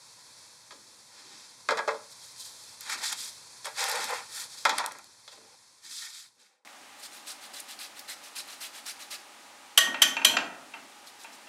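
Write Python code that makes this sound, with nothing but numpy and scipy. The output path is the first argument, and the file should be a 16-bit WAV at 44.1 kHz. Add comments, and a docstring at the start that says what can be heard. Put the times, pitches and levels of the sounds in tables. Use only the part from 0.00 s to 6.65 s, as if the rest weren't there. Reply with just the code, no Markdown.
"""A wooden mould is knocked on a board: each blow rings its wood modes and cracks on its hard face.
Later the mould is dropped, bounces and rattles to rest. Hard grains snap as tones in bursts of noise.
Sugar pieces are slid about: crushed grit hisses between hand, sugar and wood, and the board rings below.
Filtered noise makes a small workshop's hiss and the table's rumble. The sound fades out at the end."""
import sys
import numpy as np
from scipy import signal
from scipy.fft import rfft, irfft, next_fast_len
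from scipy.io import wavfile

SR = 44100
rng = np.random.default_rng(int(sys.argv[2]) if len(sys.argv) > 2 else 0)


def elevation(decibels):
    """Turn decibel levels (scalar or array-like) into linear amplitude ratios."""
    levels = np.asarray(decibels, float)
    return 10 ** (levels / 20)


def store_wav(level_fs):
    """Save 16-bit WAV to argv[1]."""
    pcm = np.round(np.clip(np.atleast_2d(level_fs), -1, 1) * 32767)
    wavfile.write(sys.argv[1], SR, pcm.T.astype(np.int16))


N = 293244   # length in samples

# Blows of the mould on the board: (time [s], drive level [dB], crack [dB re drive], favoured pitch [Hz])
BLOWS = [(0.708, -37.5, -5, 1110), (0.722, -39.5, -4, 720), (1.6879, -10.5, -15.5, 1120),
         (1.708, -10, -17, 620), (1.72, -15, -20.5, 970), (1.752, -33.5, -9, 900), (1.773, -19, -13, 940),
         (1.779, -18, -16, 930), (1.79, -15.5, -18, 1020), (1.8771, -11.5, -25, 555),
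         (1.882, -20, -11.5, 1030), (1.889, -17, -23, 1080), (1.909, -24, -14.5, 815),
         (1.944, -25, -17.5, 606), (2.857, -42, -2, 2000), (3.646, -41.5, 7.5, 799),
         (3.668, -26.5, -7, 970), (4.6526, -8, -9.5, 1190), (4.673, -35.5, -7.5, 960),
         (4.6948, -18, -2, 1500), (4.714, -26, -30, 1030), (4.7832, -19, -4.5, 1500),
         (4.797, -24, -10, 1290), (4.841, -22.5, -14.5, 1320), (4.911, -32.5, -12, 1280),
         (4.949, -39, -31, 1310), (4.99, -38.5, -24, 1450), (5.2784, -41, 2, 1100),
         (5.375, -41.5, -19, 520), (5.409, -48, -20, 620), (5.44, -50, -23, 520)]
# Resonances of the wooden mould: (frequency [Hz], level [dB], t60 [s])
MOULD_MODES = [(449, -9.5, 0.3), (464, -6.5, 0.037), (535.5, 0, 0.047), (551.3, -4, 0.14), (606, -4, .09),
               (713, -8.5, 0.055), (797, -8, 0.045), (894, -2, 0.051), (979, -5, 0.047),
               (1030, -1.5, 0.041), (1215, 4.5, 0.017), (1353, 0.5, 0.046), (1500, 0, 0.023),
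               (1650, 3, 0.028), (1636, 3.5, 0.051), (1920, 2.5, 0.018), (2090, 0.5, 0.041),
               (2314, -4.5, 0.057), (2393, 5.5, 0.015), (2560, 5.5, 0.013)]
# Resonances of the mould's hard face: (frequency [Hz], level [dB], t60 [s])
FACE_MODES = [(3320, 3, 0.005), (4050, 3, 0.0049), (4950, -2, 0.0049), (5420, -7.5, 0.012),
              (6900, -3.5, 0.0027), (9140, -14.5, 0.0056)]
# Hard grains and edges snapping: (time [s], drive level [dB], pitch [Hz])
SNAPS = [(2.8083, -24, 12600), (2.898, -24, 4100), (3.1265, -14.5, 3300), (3.804, -23, 4350),
         (3.8408, -12.5, 3600), (3.886, -20, 9000), (3.897, -15, 8600), (3.915, -16, 4400),
         (3.9574, -20, 4410), (4.042, -15.5, 4130), (4.108, -24, 9500), (4.14, -28.5, 9000),
         (4.6529, -18.5, 3700), (4.6932, -18, 3720), (4.78, -21, 4900), (4.7832, -13, 8720),
         (4.8614, -14.5, 8900), (4.9205, -27.5, 5760), (4.9314, -44, 4400), (4.9863, -32.5, 7000),
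         (5.043, -35.5, 4500)]
# Rubbing strokes, and the dropped mould rattling as it rocks to rest (4.66-5.06 s), one list each:
# (time [s], grit level [dB], weight on the board [dB re grit])
RUBS_AND_RATTLE = [
    [(1.08, -73, -2), (1.15, -58.5, -6), (1.408, -52, -16), (1.55, -63.5, -15)],
    [(2.105, -56, -20), (2.125, -49, -22), (2.145, -67, -20), (2.248, -50.5, -14), (2.354, -60, -29),
     (2.412, -42, -35), (2.438, -50.5, -25), (2.456, -44.5, -23), (2.526, -55, -21), (2.75, -57, -8)],
    [(2.79, -71, -12), (2.814, -45, -25), (2.836, -50, -27), (2.89, -44.5, -6), (2.899, -33, -5.5),
     (2.912, -37.5, -14), (2.93, -32, -17.5), (2.97, -49.5, 0)],
    [(2.98, -44, -2), (3.022, -43.5, -8), (3.04, -31, -13.5), (3.052, -35, -13), (3.07, -32.5, -25),
     (3.116, -39.5, -15), (3.13, -31, -15), (3.142, -43.5, -11), (3.16, -49.5, 0)],
    [(3.17, -47, -23), (3.206, -39, -38), (3.232, -43.5, -24), (3.286, -45, -33), (3.322, -51, -35),
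     (3.5, -71, -29)],
    [(3.634, -77, -28), (3.656, -40.5, -6), (3.676, -55.5, 14.5), (3.74, -63.5, -2)],
    [(3.75, -53, -12), (3.775, -38.5, -10), (3.81, -32, -9), (3.862, -38, -1), (3.912, -36, -7.5),
     (3.972, -40, 5), (4.04, -38.5, -4.5), (4.065, -42.5, -6), (4.09, -40, 5), (4.176, -44.5, 3.5),
     (4.214, -51.5, 4), (4.27, -58.5, -9)],
    [(4.28, -64, -5), (4.32, -49.5, -20), (4.378, -40, -22), (4.44, -44.5, -20.5), (4.47, -55, -15)],
    [(4.5, -52.5, -23), (4.538, -45, -25), (4.568, -52, -21), (4.58, -46, -16), (4.63, -49.5, -46)],
    [(4.659, -47.5, 19.5), (4.72, -45, 17), (4.77, -44.5, 7), (4.8, -48, 16.5), (4.88, -60, 18),
     (5.06, -78, 14)],
    [(5.3, -66, -19), (5.324, -52.5, -10), (5.39, -62, -5), (5.55, -63.5, -4)],
    [(5.82, -67, -15), (5.85, -47, -21), (5.89, -49.5, -22), (5.91, -42.5, -24), (5.964, -42, -33),
     (6.038, -42, -23), (6.122, -50, -19), (6.174, -46, -22), (6.244, -53, -21), (6.288, -65, -18)],
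    [(6.375, -74, 2), (6.4, -63, -10), (6.432, -61, -10), (6.65, -91.5, 10)],
]
# Tone of each rub or rattle, in order:
# (finest grit [dB re grit], sugar body before its share of the weight [dB re grit], favoured pitch [Hz])
RUB_TONES = [(-18.5, 1, 730), (-6, -8, 890), (-10.5, 4, 1330), (-9.5, -1, 1300), (-5.5, 2.5, 550),
             (0.5, 5, 920), (-8.5, 3, 830), (-4, 0.5, 1200), (-8, -6, 1500), (-18.5, -2.5, 1700),
             (-12, 0, 630), (-8.5, -2, 1800), (-10, 1.5, 580)]
# Spectrum of crushed grit: (frequency [Hz], density [dB per Hz])
GRIT_SPECTRUM = [(1820, -15), (3100, -7), (3530, -4.5), (3810, -3), (5010, -2), (5870, -5.5), (8740, -8.5),
                 (11600, -12.5), (15100, -26), (16000, -28)]
# Resonances of the board under a sliding piece or the rocking mould: (frequency [Hz], level [dB], t60 [s])
BOARD_MODES = [(480.7, 1.5, 0.05), (601, -4, 0.041), (798, -2, 0.08), (882, -4.5, 0.13), (998, -1, 0.038),
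               (1206, -3.5, 0.023), (1420, 0.5, 0.023), (1646, -5.5, 0.037), (1825, 2.5, 0.043),
               (2204, 2.5, 0.019), (2376, -6, 0.062), (2570, -8, 0.093)]
# Spectrum of the workshop hiss: (frequency [Hz], density [dB per Hz])
AIR_SPECTRUM = [(18, -56.5), (30, -42), (66, -15), (115, -3.5), (180, -10.5), (384, -17), (486, -5),
                (702, -10), (988, 0), (1190, -7.5), (2480, -7.5), (2900, -7.5), (3220, -7.5), (4000, -2.5),
                (4400, 1.5), (4800, -2), (5250, -1.5), (10200, -8), (16000, -36)]
# Level of the workshop hiss, including the fade-out at the end: (time [s], hiss level [dB])
HISS_LEVEL = [(0, -54), (.45, -52.5), (.6, -55), (1.1, -55), (2.0, -52.5), (2.7, -51), (3.5, -50.5),
              (4.5, -49.5), (5.1, -56.5), (5.8, -60), (6.3, -64.5), (6.65, -94.5)]
# Low shudders of the table under blows and leaning hands:
# (time [s], level [dB], time of the last 15 dB of rise [s], t60 [s])
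TABLE_SHUDDERS = [(0.72, -64, 0.03, 1.5), (1.28, -64, 0.14, 1.2), (1.7, -49, 0.013, 0.69),
                  (1.8, -51, 0.03, 0.25), (1.89, -55.5, 0.03, 0.54), (2.96, -60.5, 0.12, 1.6),
                  (4.0, -56, 0.06, 0.96), (4.67, -50, 0.018, 1.05), (5.39, -62, 0.069, 0.54),
                  (5.85, -73, 0.037, 2), (6.39, -75, 0.04, 0.67)]

CHATTER_S, CRACK_S = 0.013, 0.013   # time for the contacts after a blow to fall to 1/e
HARD_SHARE = 0.88   # a harder blow has a sharper impact: share of the crack dB
BASS_CUT_HZ = 300
SUGAR_NOISE, BOARD_NOISE = 2.23, 0.3   # gain of plain grit beside the ringing
SUGAR_FOLLOWS = 0.43   # share of the weight's dB that the sugar body takes
TABLE_REST_DB = -24   # resting rumble re the hiss
ROOM_T60_S, WALL_CUT_HZ, ROOM_DB = 0.35, 5700, -18.5
NOTCH_HZ, NOTCH_WIDE_HZ = 2895, 407


def knocks():
    """Each blow is a click and a dying chatter of contacts; the spot hit favours modes near one pitch."""
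    t = np.arange(2200) / SR
    force, crack, contact = np.zeros(N), np.zeros(N), np.zeros(N)
    spot_hz = np.full(N, 1000.)
    chatter = rng.standard_normal((len(BLOWS), 2, len(t)))
    for (s, drive_db, crack_db, hz), (low, high) in zip(BLOWS, chatter):
        at = int(s * SR)
        force[at] += elevation(drive_db - 12)
        force[at:at + len(t)] += elevation(drive_db - 37) * low * np.exp(-t / CHATTER_S)
        contact[at] -= elevation(drive_db + HARD_SHARE * crack_db + 20.5)
        crack[at:at + len(t)] += elevation(drive_db + crack_db - 4.0) * high * np.exp(-t / CRACK_S)
        spot_hz[at:] = hz   # holds until the next blow
    body = ringing(force, MOULD_MODES, near(spot_hz, 6.0))
    impact = band(contact, 600, 6500, order=3)
    face = elevation(-16.5) * ringing(crack, FACE_MODES)
    return body + impact + face + 0.19 * band(crack, 1500, 11000)


def ticks():
    """A snapping grain gives a tone of a few milliseconds inside a slightly longer burst of noise."""
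    out = np.zeros(N)
    t = np.arange(600) / SR
    bursts = rng.standard_normal((len(SNAPS), len(t)))
    for (s, drive_db, hz), noise in zip(SNAPS, bursts):
        tone = 0.54 * np.sin(2 * np.pi * hz * t) * elevation(-60 * t / 0.006)
        click = 0.44 * noise * elevation(-60 * t / 0.013)
        at = int(s * SR)
        out[at:at + len(t)] += elevation(drive_db) * (tone + click)
    return band(out, 2700, 12500)


def rub_curves():
    """Joins the rubs and the rattle into running levels, with silence between those that lie apart."""
    rows = []
    for rub, (fine_db, sugar_db, hz) in zip(RUBS_AND_RATTLE, RUB_TONES):
        start = rub[0][0]
        if not rows or start - rows[-1][0] > 0.03:
            if rows:
                rows.append((rows[-1][0] + 0.01, -80, *rows[-1][2:]))
            rows.append((start - 0.01, -80, 0, 0, 0, hz))
        for s, grit_db, weight_db in rub:
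            rows.append((s, grit_db, fine_db, sugar_db + SUGAR_FOLLOWS * weight_db, weight_db, hz))
    return in_time(rows)


def rubbing_and_rattle():
    """Grit crushed under strokes and the rocking mould hisses; the weight shakes sugar and board."""
    grit_db, fine_db, sugar_db, board_db, spot_hz = rub_curves()
    crush = rms_one(grains(9000, spread_db=1.4, clump_db=1.37))
    chimes = crystals(grains(1500, spread_db=0.0, clump_db=-1.5), cycles=120.0)
    hiss = coloured(crush + 0.45 * chimes, GRIT_SPECTRUM)
    shaking = grains(2500, spread_db=1.5, clump_db=3.0)
    wood = rms_one(ringing(shaking, BOARD_MODES, near(spot_hz, 5.0)))
    out = rms_one(band(hiss, 2900, 8000))
    out += elevation(fine_db) * rms_one(band(hiss, 8000, 16000))
    out += elevation(sugar_db) * rms_one(band(wood + SUGAR_NOISE * crush, 1146, 2880))
    out += elevation(board_db) * rms_one(band(wood + BOARD_NOISE * crush, 470, 1400))
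    return elevation(grit_db) * out


def grains(per_s, spread_db, clump_db):
    """Grains give way as random clicks of uneven size that come in clumps."""
    sizes = elevation(spread_db * np.minimum(rng.exponential(1, N), 5)) * rng.choice([-1, 1], N)
    return sizes * (rng.random(N) < per_s / SR) * elevation(clump_db * drift(25))


def crystals(crush, cycles):
    """Each crushed grain rings at one of 24 pitches, dying by 60 dB in the given cycles."""
    pitches = np.geomspace(3100, 13000, num=24)
    dealt = rng.integers(0, 24, N)
    voices = (ring(crush * (dealt == k), hz, cycles / hz) * np.sqrt(hz) for k, hz in enumerate(pitches))
    return rms_one(sum(voices))


def workshop():
    """Distant hiss, wavering slightly and fading at the end, over a table rumble that swells and dies."""
    level_db, t = in_time(HISS_LEVEL)[0], np.arange(N) / SR
    hiss = elevation(level_db + 0.5 * drift(26)) * coloured(rng.standard_normal(N), AIR_SPECTRUM)
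    shudder = elevation(level_db + TABLE_REST_DB)
    for s, top_db, rise, t60 in TABLE_SHUDDERS:
        swell_db = np.where(t < s, 15 * (t - s) / rise, -60 * (t - s) / t60)
        shudder = np.maximum(shudder, elevation(top_db + swell_db))
    return hiss + shudder * rms_one(band(rng.standard_normal(N), 190, 400))


def room(x):
    """Ten feedback delays stand for echoes between walls, duller on every round."""
    out, dull = np.zeros(N), np.exp(-2 * np.pi * WALL_CUT_HZ / SR)
    lags = (np.geomspace(0.007, 0.031, num=10) * SR).astype(int)
    for k, lag in enumerate(lags):
        loop, state = x.copy(), [0.]
        gain = elevation(-60 * lag / SR / ROOM_T60_S)
        for i in range(lag, N, lag):
            back, state = signal.lfilter([gain * (1 - dull)], [1, -dull], loop[i - lag:i], zi=state)
            loop[i:i + lag] += back[:N - i]
        out += (loop - x) * (-1) ** k
    return out


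def ringing(x, modes, favour=lambda hz: 1):
    """A force excites a set of modes, with alternating signs."""
    out = np.zeros(N)
    for k, (hz, level_db, t60) in enumerate(modes):
        out += elevation(level_db) * ring(x * favour(hz), hz, t60) * (-1) ** k
    return out


def near(spot_hz, steep_db):
    """Modes are driven less the further they lie from the favoured pitch, in dB per squared octave."""
    return lambda hz: elevation(-steep_db * np.log2(hz / spot_hz) ** 2)


def ring(clicks, hz, t60):
    """A two-pole resonator: a unit click starts a dying sine of height 1."""
    r, w = elevation(-60 / (t60 * SR)), 2 * np.pi * hz / SR
    return signal.lfilter([0, np.sin(w)], [1, -2 * r * np.cos(w), r * r], clicks + 1e-18)


def band(x, low_hz, high_hz, order=4):
    """Steep Butterworth band-pass."""
    return signal.sosfilt(signal.butter(order, [low_hz, high_hz], "band", fs=SR, output="sos"), x)


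def coloured(x, spectrum):
    """Shapes a sound by a (frequency [Hz], level [dB]) spectrum, at rms 1."""
    hz, level_db = np.transpose(spectrum)
    size = next_fast_len(N)
    grid = np.log(np.fft.rfftfreq(size, 1 / SR) + 1)
    gain = elevation(np.interp(grid, np.log(hz), level_db))
    return rms_one(irfft(rfft(x, size) * gain, size)[:N])


def drift(rate_hz):
    """Slow random wandering of rms 1: low-passed noise, made at a fortieth of the sample rate."""
    r = np.exp(-80 * np.pi * rate_hz / SR)
    noise = rng.standard_normal(N // 40 + 2002)
    slow = signal.lfilter([1], [1, -2 * r, r * r], noise)[2000:]   # skip the filter's settling
    return np.interp(np.arange(N) / 40, np.arange(len(slow)), rms_one(slow))


def in_time(rows):
    """Draws each column of a timed table as a curve, one value per sample."""
    s, *columns = np.transpose(rows)
    return [np.interp(np.arange(N) / SR, s, c) for c in columns]


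def rms_one(x):
    """Scales to rms 1."""
    return x / np.sqrt(np.mean(x ** 2) + 1e-20)


def scene():
    """Hits with their room, then rubs and workshop; small wooden things send out little bass."""
    bass_cut = signal.butter(3, BASS_CUT_HZ, "high", fs=SR, output="sos")
    hits = signal.sosfilt(bass_cut, knocks() + ticks())
    mix = hits + elevation(ROOM_DB) * room(hits) + rubbing_and_rattle() + workshop()
    return mix[None]   # one channel


def top_cut(x):
    """Nothing passes above the cut-off."""
    return signal.sosfilt(signal.butter(12, 16480, fs=SR, output="sos"), x)


def record(dry):
    """The sound is low-passed at 16 kHz and has a narrow notch near 3 kHz."""
    low_pass = signal.butter(8, 15900, fs=SR, output="sos")
    b, a = signal.iirnotch(NOTCH_HZ, NOTCH_HZ / NOTCH_WIDE_HZ, fs=SR)
    finished = signal.lfilter(b, a, signal.sosfilt(low_pass, dry))
    return top_cut(finished)


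dry = scene()
out = record(dry)
store_wav(out)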